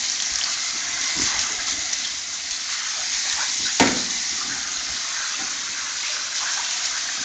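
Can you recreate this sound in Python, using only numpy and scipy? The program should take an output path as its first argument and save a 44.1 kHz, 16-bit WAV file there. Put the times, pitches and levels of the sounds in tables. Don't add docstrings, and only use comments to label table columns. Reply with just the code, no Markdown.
import sys
import numpy as np
from scipy import signal
from scipy.io import wavfile

SR = 44100
rng = np.random.default_rng(int(sys.argv[2]) if len(sys.argv) > 2 else 0)


def dump_mix(stems):
    frames = np.atleast_2d(stems).T
    limited = np.clip(frames, -1, 1)
    pcm = np.round(limited * 32767).astype(np.int16)
    wavfile.write(sys.argv[1], SR, pcm)


N = 319512
TIME = np.arange(N) / SR


def amp(db):
    return 10 ** (np.asarray(db) / 20)


def unit(x):
    return x / np.sqrt(np.mean(x ** 2) + 1e-20)


def read(points, hz):
    f, value = np.transpose(points)
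    return np.interp(np.log(hz + 1), np.log(f), value)


def curves(rows):
    s, *columns = np.transpose(rows)
    return [np.interp(TIME, s, c) for c in columns]


def add(mix, s, sound):
    part = mix[max(round(s * SR), 0):][:len(sound)]
    part += sound[:len(part)]


def colour(x, points, size=4096):
    log_gain = np.log(amp(read(points, abs(np.fft.fftfreq(size, 1 / SR)))))
    taps = np.fft.ifft(np.exp(np.conj(signal.hilbert(log_gain)))).real
    return signal.fftconvolve(x, taps[:size // 2])[:len(x)]


def low_pass(x, hz):
    taps = signal.firwin(301, hz, window=("kaiser", 9), fs=SR)
    return signal.oaconvolve(x, taps[None], "same")


def resonate(x, hz, width_hz):
    turn = np.exp(2j * np.pi * np.cumsum(hz * np.ones(len(x))) / SR)
    r = np.exp(-np.pi * width_hz / SR)
    smooth = signal.lfilter([(1 - r) ** 2], [1, -2 * r, r * r], x / turn)
    return (turn * smooth).real


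def drops(per_s, spread_db, mist):
    size = amp(spread_db * np.minimum(rng.exponential(1, N), 4))
    hits = size * rng.choice([-1, 1], N) * (rng.random(N) < per_s / SR)
    return unit(unit(hits) + mist * rng.standard_normal(N))


def plinks(per_s, low_hz, high_hz, cycles, spread_db, size=600):
    count = int(per_s * N / SR)
    when, pitch, chance, phase = rng.random((count, 4)).T[:, :, None]
    hz, k = low_hz + (high_hz - low_hz) * pitch, np.arange(size)
    height = amp(spread_db * np.minimum(-np.log(1 - chance), 4)) * np.sqrt(hz)
    turns = (hz * k / SR).astype(np.float32)
    fade = np.minimum(turns, 1) * np.exp(-turns / cycles) * (1 - k / size)
    rings = height * fade * np.sin(2 * np.pi * (turns + phase.astype(np.float32)))
    places = (when * N).astype(int) + k
    return unit(np.bincount(places.ravel(), rings.ravel())[:N])


def flutter(x, patch_db, bins, frames, size):
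    overlap = size - size // 4
    z = signal.stft(x, nperseg=size, noverlap=overlap)[2]
    blob = np.outer(np.hanning(bins), np.hanning(frames))
    patches = unit(signal.fftconvolve(rng.standard_normal(z.shape), blob, "same"))
    return unit(signal.istft(z * amp(patch_db * patches), nperseg=size, noverlap=overlap)[1][:N])


RISE_SHARE, FALL_SHARE = 0.27, 0.5


def swells(rows):
    gain = np.zeros(N)
    for s, length, db in rows:
        u = np.linspace(0, 1, max(round(length * SR), 2))
        ramp = np.clip(np.minimum(u / RISE_SHARE, (1 - u) / FALL_SHARE), 0, 1)
        add(gain, s, amp(db) * np.sin(np.pi / 2 * ramp))
    return gain


def waver(low_hz, high_hz, count=24):
    t = np.linspace(0, N / SR, 1500)
    rates = np.geomspace(low_hz, high_hz, count)
    drift = sum(np.sin(2 * np.pi * (hz * t + rng.random())) / np.sqrt(hz) for hz in rates)
    return unit(np.interp(TIME, t, drift))


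# (frequency [Hz], time to fall by 60 dB [s])
STALL_RING = [(100, 1), (300, 0.55), (1000, 0.56), (2500, 0.83), (8000, 0.14)]


def stall_tail():
    echoes = rng.choice([-1., 1.], SR) * (rng.random(SR) < .2)
    hz, t, z = signal.stft(echoes, SR, nperseg=256)
    fade = amp(-60 * t / read(STALL_RING, hz)[:, None])
    tail = signal.istft(z * fade, SR, nperseg=256)[1]
    return tail / np.linalg.norm(tail)


def in_stall(x, wet_db):
    ring = signal.fftconvolve(x, stall_tail())[:N]
    return (x + amp(wet_db) * ring) / np.hypot(1, amp(wet_db))


# (frequency [Hz], relative level per Hz [dB])
HISS_COLOUR = [(400, -40.5), (900, -14), (1400, -16), (1900, -3), (2300, -6), (2800, -10), (3300, -6.5),
               (4000, -2.5), (5000, -2), (6300, 1), (7000, -1.5), (7500, -9.5), (8000, -25), (8500, -24),
               (9200, -38)]
# (frequency [Hz], relative level per Hz [dB])
SPLASH_COLOUR = [(300, -36), (520, -24), (800, -12), (1100, -5), (1600, 0), (2100, -7.5), (2700, -6.5),
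                 (4000, -9), (7000, -26), (9000, -60.5)]
# (time [s], level [dB])
JET_LEVEL = [(0, -26), (0.6, -26.5), (0.95, -27), (1.3, -23.5), (1.58, -28), (2.02, -26.5), (2.2, -29.5),
             (2.5, -29), (2.98, -27), (3.4, -24), (3.72, -25.5), (3.93, -24), (4.6, -28), (5.18, -27.5),
             (5.75, -29), (6.3, -29.3), (6.45, -26), (7.25, -27)]
# (time [s], length [s], hiss level [dB])
TILE_SWEEPS = [(.02, 0.054, -29.5), (1.19, 0.12, -24), (1.66, .09, -24.5), (2.5, 0.087, -31.5),
               (2.68, 0.089, -27.5), (3.11, 0.081, -25.5), (6.02, 0.2, -30), (6.34, 0.057, -26),
               (6.83, 0.066, -27.5)]
# (time [s], level [dB])
COAT_LEVEL = [(0.0, -42.0), (1.03, -34.5), (1.4, -34), (1.83, -41), (2.55, -43), (2.8, -32.5),
              (3.18, -40.5), (3.4, -31.5), (3.55, -45.5), (3.68, -48), (3.85, -41), (4.3, -40.5),
              (4.45, -36.5), (4.85, -38.5), (5.33, -34), (6.38, -36), (6.45, -30.5), (7.25, -36.5)]


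def spray(hiss_plink_db=-10.0, splash_plink_db=-7, splash_trim_db=-.5, unsteady_db=0.23):
    hiss = drops(per_s=4000, spread_db=2.0, mist=1.0)
    hiss = hiss + amp(hiss_plink_db) * plinks(1100, 2533, 8027, cycles=14, spread_db=2.5)
    hiss = flutter(colour(hiss, HISS_COLOUR), patch_db=0.97, bins=23, frames=27, size=512)

    splash = drops(per_s=2500, spread_db=2.5, mist=.9)
    splash = splash + amp(splash_plink_db) * plinks(800, 620, 4017, cycles=9, spread_db=1.0)
    splash = flutter(colour(splash, SPLASH_COLOUR), patch_db=1.2, bins=8, frames=29, size=512)

    hiss = flutter(hiss, patch_db=1.5, bins=10, frames=30, size=2048)
    splash = flutter(splash, patch_db=3.0, bins=5, frames=30, size=2048)

    hiss_gain = np.hypot(amp(curves(JET_LEVEL)[0]), swells(TILE_SWEEPS))
    splash_gain = amp(curves(COAT_LEVEL)[0] + splash_trim_db)
    return (hiss * hiss_gain + splash * splash_gain) * amp(unsteady_db * waver(5, 25))


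# (time [s], length [s], first pitch [Hz], last pitch [Hz], level [dB])
HOLLOWS = [(0.41, 0.011, 3020, 3120, -21.5), (0.437, 0.07, 1350, 1160, -35.5),
           (0.79, 0.046, 1800, 1630, -36.5), (1.25, 0.14, 1300, 835, -34),
           (1.418, 0.067, 1260, 1340, -33.5), (1.488, 0.082, 334, 550, -43.5),
           (1.581, 0.046, 1490, 1900, -32), (1.67, 0.023, 1360, 1160, -32.5),
           (2.042, 0.021, 3480, 3600, -25), (2.948, 0.1, 680, 796, -39.5), (3.237, 0.052, 630, 870, -40),
           (3.245, 0.088, 2560, 1720, -34.5), (3.347, .12, 815, 1090, -33),
           (3.378, 0.08, 1250, 1900, -30.5), (3.64, 0.081, 1530, 1730, -31.5),
           (4.398, 0.049, 1070, 1520, -32), (4.486, 0.064, 1400, 1900, -31),
           (5.115, 0.17, 1850, 1400, -32.5), (5.364, 0.075, 756, 836, -38.5),
           (5.792, 0.1, 1080, 1210, -40.5), (6.016, 0.071, 1880, 2850, -31), (6.06, 0.15, 597, 640, -46),
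           (6.108, 0.11, 1550, 1370, -36), (6.396, 0.055, 1090, 990, -31.5),
           (6.44, 0.08, 1410, 1870, -30.5), (6.554, 0.07, 700, 1110, -33.5),
           (6.948, 0.043, 1430, 1750, -33), (7.075, 0.029, 1650, 1950, -30)]


def swishes(width_share=0.28, trim_db=-3.5):
    out, water = np.zeros(N), drops(per_s=1200, spread_db=1, mist=0.51)
    for s, length, first_hz, last_hz, db in HOLLOWS:
        part = water[round(s * SR):][:max(round(length * SR), 20)]
        pitch = np.geomspace(first_hz, last_hz, len(part))
        ring = resonate(part, pitch, width_share * first_hz)
        add(out, s, amp(db + trim_db) * unit(ring * signal.windows.tukey(len(part), .7)))
    return in_stall(out, wet_db=-7.5)


# (time [s], level [dB], pitch [Hz])
LARGE_DROPS = [(0.086, -14, 5100), (0.0988, -6.5, 5800), (0.2015, -11, 3300), (0.2612, -11.5, 5400),
               (0.338, -11.5, 6400), (0.3574, -5.5, 5640), (0.4378, -7.5, 4600), (0.4423, -9, 4760),
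               (0.4984, -11, 5370), (1.219, -7, 6100), (1.3923, -8.5, 5600), (1.469, -13, 6400),
               (1.522, -11, 5800), (1.929, -15, 6000), (1.9327, -5.5, 5960), (2.0494, -11, 3630),
               (2.075, -14.5, 5400), (2.5096, -14, 6400), (3.299, -10, 4100), (3.499, -11, 4840),
               (3.667, -9.5, 3860), (4.6748, -13, 5670), (4.7705, -11.5, 4160), (6.3628, -14, 5160)]


def spits(ring_s=0.0011, scatter_s=0.0071, scatter=0.099, trim_db=1.5, rise_cycles=2.2):
    out, t = np.zeros(N), np.arange(SR // 20) / SR
    for s, db, hz in LARGE_DROPS:
        rise = np.minimum(t * hz / rise_cycles, 1)
        snap = np.sin(2 * np.pi * hz * t) * np.exp(-t / ring_s) * rise
        droplets = unit(colour(rng.standard_normal(len(t)), HISS_COLOUR)) * np.exp(-t / scatter_s)
        add(out, s, amp(db + trim_db) * (snap + scatter * droplets))
    return in_stall(out, wet_db=-15.5)


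# (time [s], level [dB], decay time [s])
DROPLET_BURSTS = [(.2, -23, 0.0081), (.223, -15.5, 0.0048), (.386, -17, .008), (1.013, -18, 0.008),
                  (1.04, -16, 0.0047), (1.392, -13.5, 0.0044), (1.412, -17, 0.0097), (1.929, -17.5, 0.012),
                  (2.509, -23, .008), (3.297, -20, 0.007), (3.326, -16.5, .007), (3.659, -18.5, 0.0084),
                  (4.63, -24, .0066), (6.536, -17, 0.007), (6.708, -21.5, 0.011), (6.977, -21, 0.0082)]


def spatters(trim_db=-3.0):
    out, t = np.zeros(N), np.arange(SR // 10) / SR
    water = unit(colour(drops(per_s=7300, spread_db=1, mist=1), HISS_COLOUR))
    for s, db, decay_s in DROPLET_BURSTS:
        burst = water[round(s * SR):][:len(t)] * np.exp(-t / decay_s)
        add(out, s, amp(db + trim_db) * burst)
    return in_stall(out, wet_db=-12.0)


# (time [s], crack level [dB], panel ring level [dB])
KNOCK_HITS = [(3.798, 0.5, 0.5), (3.822, -9, -24), (3.873, -10, -20), (3.909, -15, -34)]
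# (frequency [Hz], relative level [dB], time to fall by 60 dB [s])
PANEL_TONES = [(79.4, -34, 0.41), (112, -30, 0.72), (184.3, -27.5, 0.91), (202.4, -28.5, 0.97),
               (243, -18.5, 0.75), (263, -16, 0.61), (289, -14, 0.44), (347, -23, 0.6), (371, -18, 0.23),
               (435, -19.5, 0.19), (491, -26, 0.39), (514, -28, 0.53), (610, -26, 0.29), (717, -22, 0.28),
               (810, -30, 0.27), (889, -12.5, 0.15), (931, -17, 0.35), (1324, -26, 0.37), (1700, -32, 0.45),
               (1840, -16.5, 0.25), (2220, -26, 0.62), (2034, -20.5, 0.42)]
# (frequency [Hz], relative level per Hz [dB])
CRACK_COLOUR = [(100, -42), (400, -33), (650, -6), (880, -2), (1200, -10.5), (2100, 2.5), (2800, -8),
                (3600, -5), (5000, -8), (7000, -4.5), (9000, -44)]
# (frequency [Hz], relative level per Hz [dB])
BOOM_COLOUR = [(40, -19), (70, -16.5), (150, -11), (260, -5.5), (500, -0.5), (700, -3.5), (900, -5),
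               (1100, -12), (1400, -5), (2100, -15.5), (2700, -15.5), (4000, -15.5), (7000, -26),
               (9000, -59)]


def knock(crack_db=-8, crack_s=0.0097, boom_db=-20, rise_s=0.0033, panel_db=-3.0):
    out, t = np.zeros(N), np.arange(SR) / SR
    swell = 1 - np.exp(-t / rise_s)
    panel = np.zeros(SR)
    for k, (hz, db, t60) in enumerate(PANEL_TONES):
        panel += (-1) ** k * amp(db - 60 * t / t60) * np.sin(2 * np.pi * hz * t)
    panel = swell * panel
    for s, sharp_db, ring_db in KNOCK_HITS:
        crack = unit(colour(rng.standard_normal(SR), CRACK_COLOUR)) * np.exp(-t / crack_s)
        add(out, s, amp(crack_db + sharp_db) * crack + amp(panel_db + ring_db) * panel)
    boom = colour(stall_tail(), BOOM_COLOUR)[:SR]
    add(out, KNOCK_HITS[0][0], amp(boom_db) * swell * boom / boom[:SR // 20].std())
    return out


# (time [s], level [dB])
TRAY_FLOW = [(0.0, -51.5), (0.68, -54), (1.35, -49), (2.3, -55.5), (2.93, -56.5), (3.55, -53), (4.28, -52),
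             (4.48, -45.5), (5.25, -59), (5.55, -50), (6.03, -57.5), (7.25, -54)]
# (time [s], length [s], drumming level [dB], rumble level [dB])
TRAY_GUSHES = [(0.726, 0.051, -45, -64), (0.844, 0.16, -51, -53), (1.149, 0.14, -36, -42),
               (1.246, 0.24, -59, -48), (1.49, .09, -53, -59), (1.7, 0.14, -47, -50),
               (3.582, .12, -42.5, -52), (4.302, 0.055, -46, -58), (4.478, .08, -42.5, -47),
               (4.86, 0.13, -46, -48), (5.386, .08, -42, -62), (7.16, .12, -48, -56)]
# (frequency [Hz], relative level per Hz [dB])
TRAY_COLOUR = [(60, -21), (160, -10.5), (210, -3.5), (260, 1), (320, -1), (390, -7.5), (480, -13.5),
               (800, -23.5), (2000, -45)]
# (frequency [Hz], relative level per Hz [dB])
RUMBLE_COLOUR = [(20, -18), (45, -10.5), (62, 5), (110, -3.5), (160, -5.5), (250, -19), (600, -45)]


def drumming(tray_trim_db=-.5, rumble_db=-60, rumble_follow=0.64):
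    flow_db = curves(TRAY_FLOW)[0]
    tray = unit(colour(drops(per_s=290, spread_db=2.5, mist=.8), TRAY_COLOUR))
    rumble = unit(colour(drops(per_s=170, spread_db=2.5, mist=0.6), RUMBLE_COLOUR))
    s, length, tray_gush_db, rumble_gush_db = np.array(TRAY_GUSHES).T

    tray_gain = np.hypot(amp(flow_db + tray_trim_db), swells(zip(s, length, tray_gush_db)))
    steady_db = rumble_db + rumble_follow * (flow_db - flow_db.mean())
    rumble_gain = np.hypot(amp(steady_db), swells(zip(s, length, rumble_gush_db)))
    return tray * tray_gain + rumble * rumble_gain


# (time [s], pitch [Hz], level [dB])
GURGLE = [(0, 726, -41.5), (1.8, 718, -38), (2.2, 684, -46.5), (3.7, 748, -46.5), (4.6, 770, -39.5),
          (5.95, 556, -49.5), (6.45, 666, -41.5), (7.25, 740, -40.5)]


def runoff(trim_db=-9.0):
    hz, db = curves(GURGLE)
    water = drops(per_s=370, spread_db=1.0, mist=0.57)
    return amp(db + trim_db) * unit(resonate(water, hz, width_hz=198))


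# (time [s], length [s], level [dB])
SINGING_SPOTS = [(.46, 0.39, -39), (.78, 0.7, -35.5), (1.3, .9, -40.5), (2.7, 0.17, -41), (4.05, 0.37, -41)]


def singing(idle_db=-48):
    water = drops(per_s=4000, spread_db=1, mist=0.98)
    gain = np.hypot(amp(idle_db), swells(SINGING_SPOTS))
    return gain * unit(resonate(water, 2053, width_hz=120))


# (time [s], level [dB])
HAND_BUMPS = [(0.314, -38), (.36, -43.5), (1.58, -44), (1.69, -44), (1.78, -46), (2.509, -45), (3.14, -45),
              (3.33, -44), (4.17, -45), (4.77, -44), (5.41, -49), (6.92, -50)]


def bumps(middle_hz=58, swell_s=.011, trim_db=-1.5):
    out, t = np.zeros(N), np.arange(SR // 10) / SR
    for s, db in HAND_BUMPS:
        push = t / swell_s * np.exp(1 - t / swell_s)
        hz = middle_hz * 2 ** rng.uniform(-0.74, .5)
        add(out, s, amp(db + trim_db) * push * np.sin(2 * np.pi * hz * t))
    return out


def scene():
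    water = spray() + swishes() + spits() + spatters() + drumming() + runoff() + singing()
    mono = water + knock() + bumps()
    return np.array([mono, mono])


MIC_HZ, EDGE_HZ = 9050, 16000


def record(dry):
    rounded = dry / (1 + (dry / .8) ** 6) ** (1 / 6)
    clipped = np.clip(low_pass(rounded, MIC_HZ), -.72, .72)
    return low_pass(clipped, EDGE_HZ)


dry = scene()
out = record(dry)
dump_mix(out)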